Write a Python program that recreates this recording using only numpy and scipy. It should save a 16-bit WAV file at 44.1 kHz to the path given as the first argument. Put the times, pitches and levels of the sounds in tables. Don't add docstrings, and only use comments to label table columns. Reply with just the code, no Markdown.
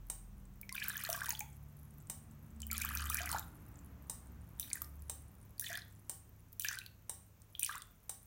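import sys
import numpy as np
from scipy import signal
from scipy.fft import rfft, irfft, next_fast_len
from scipy.io import wavfile

SR = 44100
rng = np.random.default_rng(int(sys.argv[2]) if len(sys.argv) > 2 else 0)


def waveform_to_disk(signal):
    frames = np.transpose(np.atleast_2d(signal))
    scaled = np.clip(frames, -1, 1) * 32767
    samples = np.round(scaled).astype(np.int16)
    wavfile.write(sys.argv[1], SR, samples)


N = 364266
T = np.arange(N) / SR
CUTOFF_HZ = 16000
DROP_CYCLES = 29.3


def amp(db):
    return 10 ** (np.asarray(db) / 20)


def unit(x):
    return x / np.sqrt(np.mean(x ** 2) + 1e-20)


def in_time(rows):
    s, *columns = np.transpose(rows)
    return [np.interp(T, s, column) for column in columns]


def add(out, s, sound):
    i = max(0, int(s * SR))
    out[i:i + len(sound)] += sound[:max(0, N - i)]


def coloured(x, spectrum):
    hz, db = np.transpose(spectrum)
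    size = next_fast_len(N)
    bins_hz = np.maximum(np.arange(size // 2 + 1) * SR / size, 1)
    gain = amp(np.interp(np.log(bins_hz), np.log(hz), db))
    return unit(irfft(rfft(x, size) * gain, size)[:N])


def drift(values_per_s):
    return np.interp(T * values_per_s, np.arange(N // 20), rng.standard_normal(N // 20))


def echoes(x, t60, delay_s):
    t = np.arange(int(.6 * SR)) / SR
    tail = rng.standard_normal(len(t)) * amp(-60 * t / t60) * (t > delay_s)
    return signal.fftconvolve(x, tail / np.linalg.norm(tail))[:N]


# time in seconds, mean peak level in dB.
HUM_LEVEL = [(0, -62), (3.1, -61.5), (4.0, -70), (4.8, -73), (5.5, -60.5), (6.6, -58.5), (7.5, -66),
             (8.2, -68)]
# frequency in Hz, relative density in dB per Hz.
HISS_SPECTRUM = [(100, 12), (400, 10.5), (1300, 2), (2500, 0), (4700, -6), (6300, 0.5), (9500, -8),
                 (15000, 3)]


def room_tone(hum_hz=103, hiss_db=-70.0):
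    hum_db = in_time(HUM_LEVEL)[0] + 1.6 * drift(4.0)
    hum = amp(hum_db) * np.sin(2 * np.pi * hum_hz * T)
    return hum + amp(hiss_db) * coloured(rng.standard_normal(N), HISS_SPECTRUM)


# time in seconds, base rate in Hz, mean rms level of the firing tone in dB.
ENGINE_CURVE = [(0, 64.92, -64), (1.0, 66, -66), (1.7, 72, -56.5), (2.15, 73, -72), (2.65, 73.8, -48),
                (3.25, 74.35, -46), (3.55, 75, -63), (4.2, 65.64, -57.5), (4.7, 71.86, -62.5),
                (5.1, 73.3, -52), (5.38, 74.3, -65), (8.2, 73, -72.5)]
# multiple of the base rate, time of the maximum
# in seconds, rms level there in dB, fall to either side in dB per second.
ENGINE_OVERTONES = [(3, .7, -63.5, 10), (2, 1.78, -58, 9.5), (3, 2.72, -57, 27), (4, 3.4, -67, 11)]
# time in seconds, rms level in dB.
DRONE_LEVEL = [(0, -52.5), (.55, -57.5), (.9, -72.5)]
# time in seconds, rms level in dB.
ROAD_LEVEL = [(0, -61), (1.2, -61), (2.7, -57.5), (3.7, -54.5), (4.8, -57.5), (5.7, -60.5), (6.6, -65.5),
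              (8.2, -66.5)]
# frequency in Hz, relative density in dB per Hz.
ROAD_SPECTRUM = [(22, -25), (45, -1), (80, 0.5), (170, -3.5), (260, -12), (450, -23), (1200, -24),
                 (2500, -35), (6000, -54)]


def traffic(waver_db=1.8, waver_hz=0.43):
    rate_hz, firing_db = in_time(ENGINE_CURVE)
    orders = [(0.98, firing_db)]
    for order, peak_s, db, fall in ENGINE_OVERTONES:
        orders.append((order, db - fall * np.abs(T - peak_s)))
    phase = 2 * np.pi * np.cumsum(rate_hz + waver_hz * drift(6)) / SR
    engine = sum(amp(db + waver_db * drift(9.8)) * np.sin(order * phase) for order, db in orders)
    drone = amp(in_time(DRONE_LEVEL)[0]) * np.sin(2 * np.pi * 43 * T)
    road = amp(in_time(ROAD_LEVEL)[0]) * coloured(rng.standard_normal(N), ROAD_SPECTRUM)
    return np.sqrt(2) * (engine + drone) + road


PULL_IN_TIMES = [.099, 2.098, 4.0965, 5.096, 6.095, 7.0946, 8.0937]
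# frequency in Hz, peak level in dB, 60 dB decay in seconds.
BOARD_MODES = [(783, -63.5, 0.39), (1105, -70, 0.56), (1830, -65.5, 0.21)]


def board():
    out, t = np.zeros(N), np.arange(SR // 2) / SR
    knock = sum(amp(db - 60 * t / t60) * np.sin(2 * np.pi * hz * t) for hz, db, t60 in BOARD_MODES)
    for s in PULL_IN_TIMES:
        add(out, s, knock)
    return out


def resonance(x, hz, width_hz):
    r = np.exp(-np.pi * width_hz / SR)
    zeros = np.array([1, 0, -1]) * (1 - r * r) / 2
    poles = [1, -2 * r * np.cos(2 * np.pi * hz / SR), r * r]
    return signal.lfilter(zeros, poles, x)


LET_GO_TIMES = [1.0996, 3.099, 4.597, 5.5956, 6.596, 7.594]
# frequency in Hz, relative level in dB pulling in, and letting go.
HOUSING_MODES = [(338, -50, -69), (880, -48, -62), (1160, -61.5, -79), (1930, -58.5, -59),
                 (3130, -54, -56.5), (3740, -55, -48), (5930, -45, -43), (6220, -67, -43.5),
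                 (8560, -33, -72), (8750, -37, -36.5), (9400, -41, -31.5), (10160, -67.5, -40),
                 (13360, -48, -32), (14400, -47, -41), (14900, -42, -33)]


def relay(times, column, chatter_s, fall_db_per_s, width_hz=300):
    out, t = np.zeros(N), np.arange(SR // 50) / SR
    attack = np.minimum(t / 0.00073, 1)
    shape = attack * amp(-fall_db_per_s * np.maximum(t - chatter_s, 0))
    strength = np.sqrt(np.mean(shape ** 2) / 2)
    habits = rng.standard_normal((len(HOUSING_MODES), len(t)))
    for mode, habit in zip(HOUSING_MODES, habits):
        for s in times:
            chatter = shape * (habit + .5 * rng.standard_normal(len(t)))
            ringing = resonance(chatter, mode[0], width_hz + .025 * mode[0])
            add(out, s, amp(mode[column]) * unit(ringing) * strength)
    return out


def bubble(hz, t60, rise):
    t = np.arange(int(t60 * SR) + 2) / SR
    pitch = np.minimum(hz * (1 + rise * t), CUTOFF_HZ)
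    onset = 1 - np.exp(-t * hz / 0.7)
    return np.sin(2 * np.pi * np.cumsum(pitch) / SR) * amp(-60 * t / t60) * onset


def pop(hz, t60, ping_db=-9.0, smack_db=-7.5, smack_t60=0.001, edge=0.49):
    t = np.arange(SR // 100) / SR
    ping = np.sin(2 * np.pi * hz * t) * amp(-60 * t / t60)
    smack = rng.standard_normal(len(t)) * amp(-60 * t / smack_t60)
    smack *= np.linalg.norm(ping) / np.linalg.norm(smack)
    impact = amp(ping_db) * ping + amp(smack_db) * smack
    r = np.exp(-2 * np.pi * edge * hz / SR / np.sqrt(2))
    poles = [1, -2 * r * np.cos(np.log(r)), r * r]
    zeros = np.array([1, -2, 1]) * (1 - poles[1] + poles[2]) / 4
    return signal.lfilter(zeros, poles, signal.lfilter(zeros, poles, impact))


# start in seconds, end in seconds, relative level of the
# deeper bubbles in dB, relative level of the spray and fine sounds in dB.
SPURT_TIMES = [(.74, 1.32, -50.5, -59), (2.71, 3.381, -50, -58), (4.595, 4.789, -66.5, -69.5),
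               (5.634, 5.775, -48.5, -58.5), (6.621, 6.753, -49.5, -58.5), (7.63, 7.763, -51, -62.5)]


def foam(level_db=-38.7, spread_db=23, linger_s=.8, low_hz=7000, cycles=22, count=1100):
    rate = 0.17
    for start, end, *_ in SPURT_TIMES:
        rate = rate + (end - start) * np.exp(-np.abs(T - end) / linger_s) * (T > start)
    chance = rng.random((count, 3))
    times = np.interp(chance[:, 0], np.cumsum(rate) / rate.sum(), T)
    out = np.zeros(N)
    for s, (_, size, strength) in zip(times, chance):
        hz = low_hz * (CUTOFF_HZ / low_hz) ** np.sqrt(size)
        db = level_db - spread_db * np.sqrt(strength)
        add(out, s, amp(db) * bubble(hz, cycles / hz, 0))
    return out


def fizz(level_db=13, spread_db=14, low_hz=2400, octaves=1.45, cycles=18, rise=60, overhang_s=.03,
         count=520):
    out = np.zeros(N)
    for start, end, _, db in SPURT_TIMES:
        for when, size, strength in rng.random((int((end - start) * count), 3)):
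            s = start + when * (end - start + overhang_s)
            hz = low_hz * 2 ** (octaves * size)
            gain = amp(db + level_db - spread_db * strength)
            add(out, s, gain * bubble(hz, cycles / hz, rise))
    return out


def spray(level_db=35, spread_db=30, count=420, low_hz=5200, cycles=28):
    out = np.zeros(N)
    for start, end, _, db in SPURT_TIMES:
        slots = np.arange(start, end, 1 / count)
        for s, (late, size, strength) in zip(slots, rng.random((len(slots), 3))):
            hz = low_hz * (CUTOFF_HZ / low_hz) ** size
            gain = amp(db + level_db - spread_db * np.sqrt(strength))
            add(out, s + late * 2 / count, gain * pop(hz, cycles / hz))
    return out


def chirps(level_db=23, spread_db=9, low_hz=2400, octaves=1.1, cycles=34, rise=70, lead_s=.015,
           linger_s=.06, fade_db_per_s=110, count=36):
    out = np.zeros(N)
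    for start, end, _, db in SPURT_TIMES:
        slots = np.arange(start - lead_s, end + linger_s, 1 / count)
        for s, (late, size, lift, strength) in zip(slots, rng.random((len(slots), 4))):
            hz = low_hz * 2 ** (octaves * size)
            faded_db = fade_db_per_s * max(start - s, s - end, 0)
            gain = amp(db + level_db - faded_db - spread_db * strength)
            add(out, s + late / count, gain * bubble(hz, cycles / hz, rise * lift))
    return out


def patter(level_db=39.5, spread_db=9, low_hz=5000, high_hz=14500, soft_start_db=9, build_s=0.11,
           count=42):
    out = np.zeros(N)
    for start, end, _, db in SPURT_TIMES:
        slots = np.arange(start, end, 1 / count)
        for s, (late, size, strength) in zip(slots, rng.random((len(slots), 3))):
            hz = low_hz * (high_hz / low_hz) ** np.sqrt(size)
            soft_db = soft_start_db * np.exp((start - s) / build_s)
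            gain = amp(db + level_db - soft_db - spread_db * strength)
            add(out, s + late / count, gain * pop(hz, DROP_CYCLES / hz))
    return out


# time in seconds, pitch in Hz, relative level in dB.
SINGLE_DROPS = [(0.614, 14500, -23), (0.693, 5450, -31.5), (0.7255, 9500, -23.5), (0.753, 14500, -20.5),
                (0.8397, 13500, -23), (0.8832, 14600, -14.5), (0.8906, 11000, -23), (0.8968, 9100, -24),
                (.969, 14500, -20.5), (1.0376, 13400, -20), (1.0503, 4300, -26.5), (1.0907, 14400, -22),
                (1.1291, 5600, -18), (1.162, 14500, -17), (1.259, 9500, -21.5), (1.2926, 14200, -10.5),
                (1.3055, 6700, -15.5), (1.393, 14400, -15.5), (1.4054, 6460, -22.5), (2.6034, 8100, -32),
                (2.619, 7590, -26.5), (2.6676, 14800, -23), (2.7142, 7060, -17.5), (2.73, 13400, -15),
                (2.78, 9500, -15), (2.8184, 11500, -14), (2.8493, 12600, -15), (2.89, 11400, -19),
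                (2.9516, 14110, -16), (2.9728, 6230, -18), (3.1451, 10900, -10), (3.2175, 6960, -25),
                (3.316, 9390, -19.5), (3.328, 4270, -23), (3.3949, 12100, -19), (4.702, 4540, -33.5),
                (4.7319, 9700, -14), (4.7553, 13640, -25), (4.8192, 13820, -12.5), (4.845, 5360, -37.5),
                (5.022, 11200, -37.5), (5.581, 4490, -41), (5.6112, 10600, -20.5), (5.754, 13100, -26),
                (6.5293, 15000, -25.5), (6.621, 7340, -23), (6.6466, 14560, -17), (6.686, 6100, -15.5),
                (6.7877, 3970, -28), (6.863, 4430, -32.5), (7.419, 9150, -41), (7.6312, 8900, -10),
                (7.647, 9700, -17), (7.663, 5800, -21), (7.7805, 9000, -30.5), (7.8206, 9250, -28)]


def drops(level_db=4.0):
    out = np.zeros(N)
    for s, hz, db in SINGLE_DROPS:
        add(out, s, amp(db + level_db) * pop(hz, DROP_CYCLES / hz))
    return out


def gurgle(level_db=10.7, first_hz=2800, deepest_hz=1100, deepen_s=0.0488, octaves=1.94, cycles=42,
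           rise=80, spread_db=13, count=210):
    out = np.zeros(N)
    for start, end, db, _ in SPURT_TIMES:
        slots = np.arange(start, end, 1 / count)
        for s, (late, size, lift, strength) in zip(slots, rng.random((len(slots), 4))):
            lowest_hz = deepest_hz + (first_hz - deepest_hz) * np.exp((start - s) / deepen_s)
            hz = lowest_hz * 2 ** (octaves * size ** 2)
            gain = amp(db + level_db - spread_db * strength)
            add(out, s + late * 2 / count, gain * bubble(hz, cycles / hz, rise * lift))
    return out


def gulps(level_db=15.5, spread_db=8, first_hz=1550, deepest_hz=1050, deepen_s=0.198, octaves=0.808,
          cycles=52, rise=60, soft_start_db=9, build_s=0.14, count=34):
    out = np.zeros(N)
    for start, end, db, _ in SPURT_TIMES:
        slots = np.arange(start, end, 1 / count)
        for s, (late, size, lift, strength) in zip(slots, rng.random((len(slots), 4))):
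            lowest_hz = deepest_hz + (first_hz - deepest_hz) * np.exp((start - s) / deepen_s)
            hz = lowest_hz * 2 ** (octaves * size ** 2)
            soft_db = soft_start_db * np.exp((start - s) / build_s)
            gain = amp(db + level_db - soft_db - spread_db * strength)
            add(out, s + (2 * late - 1) / count, gain * bubble(hz, cycles / hz, rise * lift ** 2))
    return out


# time in seconds, starting pitch in Hz,
# relative level in dB, 60 dB decay in seconds, pitch rise in starting pitches per second
SINGLE_BUBBLES = [(.631, 2240, -42.5, 0.031, 1), (.693, 2120, -33, 0.029, -4.5),
                  (0.718, 1040, -48, 0.13, 1.5), (.752, 1360, -37, 0.035, 23),
                  (.764, 2360, -31.5, 0.015, 87), (0.78, 2370, -24, 0.0076, 0),
                  (.818, 1746, -32.5, 0.033, -5), (.823, 2384, -31.5, 0.034, 82),
                  (.842, 2210, -31.5, 0.021, -2), (0.901, 1560, -28, 0.018, 23), (1.091, 660, -30, .08, 2),
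                  (1.217, 1390, -23.5, .019, 52), (1.285, 954, -39, .064, 0), (1.328, 854, -41.5, .05, 2),
                  (1.351, 3250, -29, 0.01, 13), (1.408, 800, -41.5, .12, 3.5), (1.408, 2300, -29, 0.01, -7),
                  (2.631, 3020, -37.5, 0.017, 1), (2.702, 2100, -34.5, .031, 16),
                  (2.721, 1392, -37, 0.12, -4.5), (2.814, 2095, -32.5, 0.055, 21.5),
                  (2.848, 1160, -29.5, 0.033, 24), (2.908, 1220, -31.5, 0.032, 10),
                  (3.102, 1220, -27.5, 0.033, 7), (3.184, 1670, -26.5, 0.026, 104),
                  (3.204, 673, -39, 0.16, 3), (3.274, 2190, -30, .024, -24), (3.328, 840, -32, 0.035, 28),
                  (3.339, 1290, -28.5, 0.029, 13), (3.346, 723, -25.5, .047, 42.5),
                  (3.362, 1280, -26, 0.036, 19.5), (4.609, 2960, -44.5, .012, 1),
                  (4.629, 3780, -32, 0.011, -2), (4.714, 2230, -34.5, 0.018, -13),
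                  (4.756, 1932, -35, 0.023, -11), (4.772, 1620, -40, .018, -11),
                  (4.818, 1240, -35.5, .023, -3), (5.643, 1834, -38, 0.054, 1.5),
                  (5.665, 3480, -28.5, .012, 13), (5.702, 671, -41, .14, 2), (5.718, 1445, -36, .032, 38),
                  (5.744, 1730, -33.5, .028, 0), (5.754, 3380, -29, .01, 15), (5.779, 1350, -38, .03, 60),
                  (6.647, 1640, -32, 0.059, 6.5), (6.647, 2690, -21.5, 0.0073, -4),
                  (6.689, 1540, -33, 0.047, 13), (6.712, 1310, -32.5, .03, 38),
                  (6.771, 1510, -35.5, 0.052, 3), (6.816, 2650, -37, 0.02, 4),
                  (7.551, 3320, -31.5, 0.012, -7), (7.625, 2590, -32.5, .018, 0),
                  (7.633, 3600, -31, .01, -4), (7.638, 2880, -25, 0.0066, 4),
                  (7.692, 1140, -34.5, 0.08, 9.5), (7.694, 1640, -31, 0.025, -3),
                  (7.712, 1250, -33, .029, 23), (7.751, 1022, -38.5, 0.089, 14.5),
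                  (7.821, 3440, -40.5, .014, 7)]


def single_bubbles(level_db=-2.5):
    out = np.zeros(N)
    for s, hz, db, t60, rise in SINGLE_BUBBLES:
        add(out, s, amp(db + level_db) * bubble(hz, t60, rise))
    return out


def scene():
    plinks = single_bubbles() + gulps() + gurgle()
    ticks = drops() + patter() + chirps() + spray() + fizz() + foam()
    water = plinks + ticks
    bowl = amp(-6.5) * echoes(water, t60=0.0094, delay_s=.0012)
    clicks = relay(PULL_IN_TIMES, 1, chatter_s=0.002, fall_db_per_s=3200)
    clicks = clicks + relay(LET_GO_TIMES, 2, chatter_s=0.0017, fall_db_per_s=7000)
    room = amp(-7.5) * echoes(plinks, t60=0.4, delay_s=0.004)
    room = room + echoes(amp(-10.5) * ticks + amp(-4) * clicks, t60=0.33, delay_s=0.004)
    return (water + bowl + clicks + board() + room + traffic() + room_tone())[None]


def record(dry):
    low_pass = signal.ellip(12, .2, 80, CUTOFF_HZ, fs=SR, output="sos")
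    return signal.sosfilt(low_pass, dry)


dry = scene()
out = record(dry)
waveform_to_disk(out)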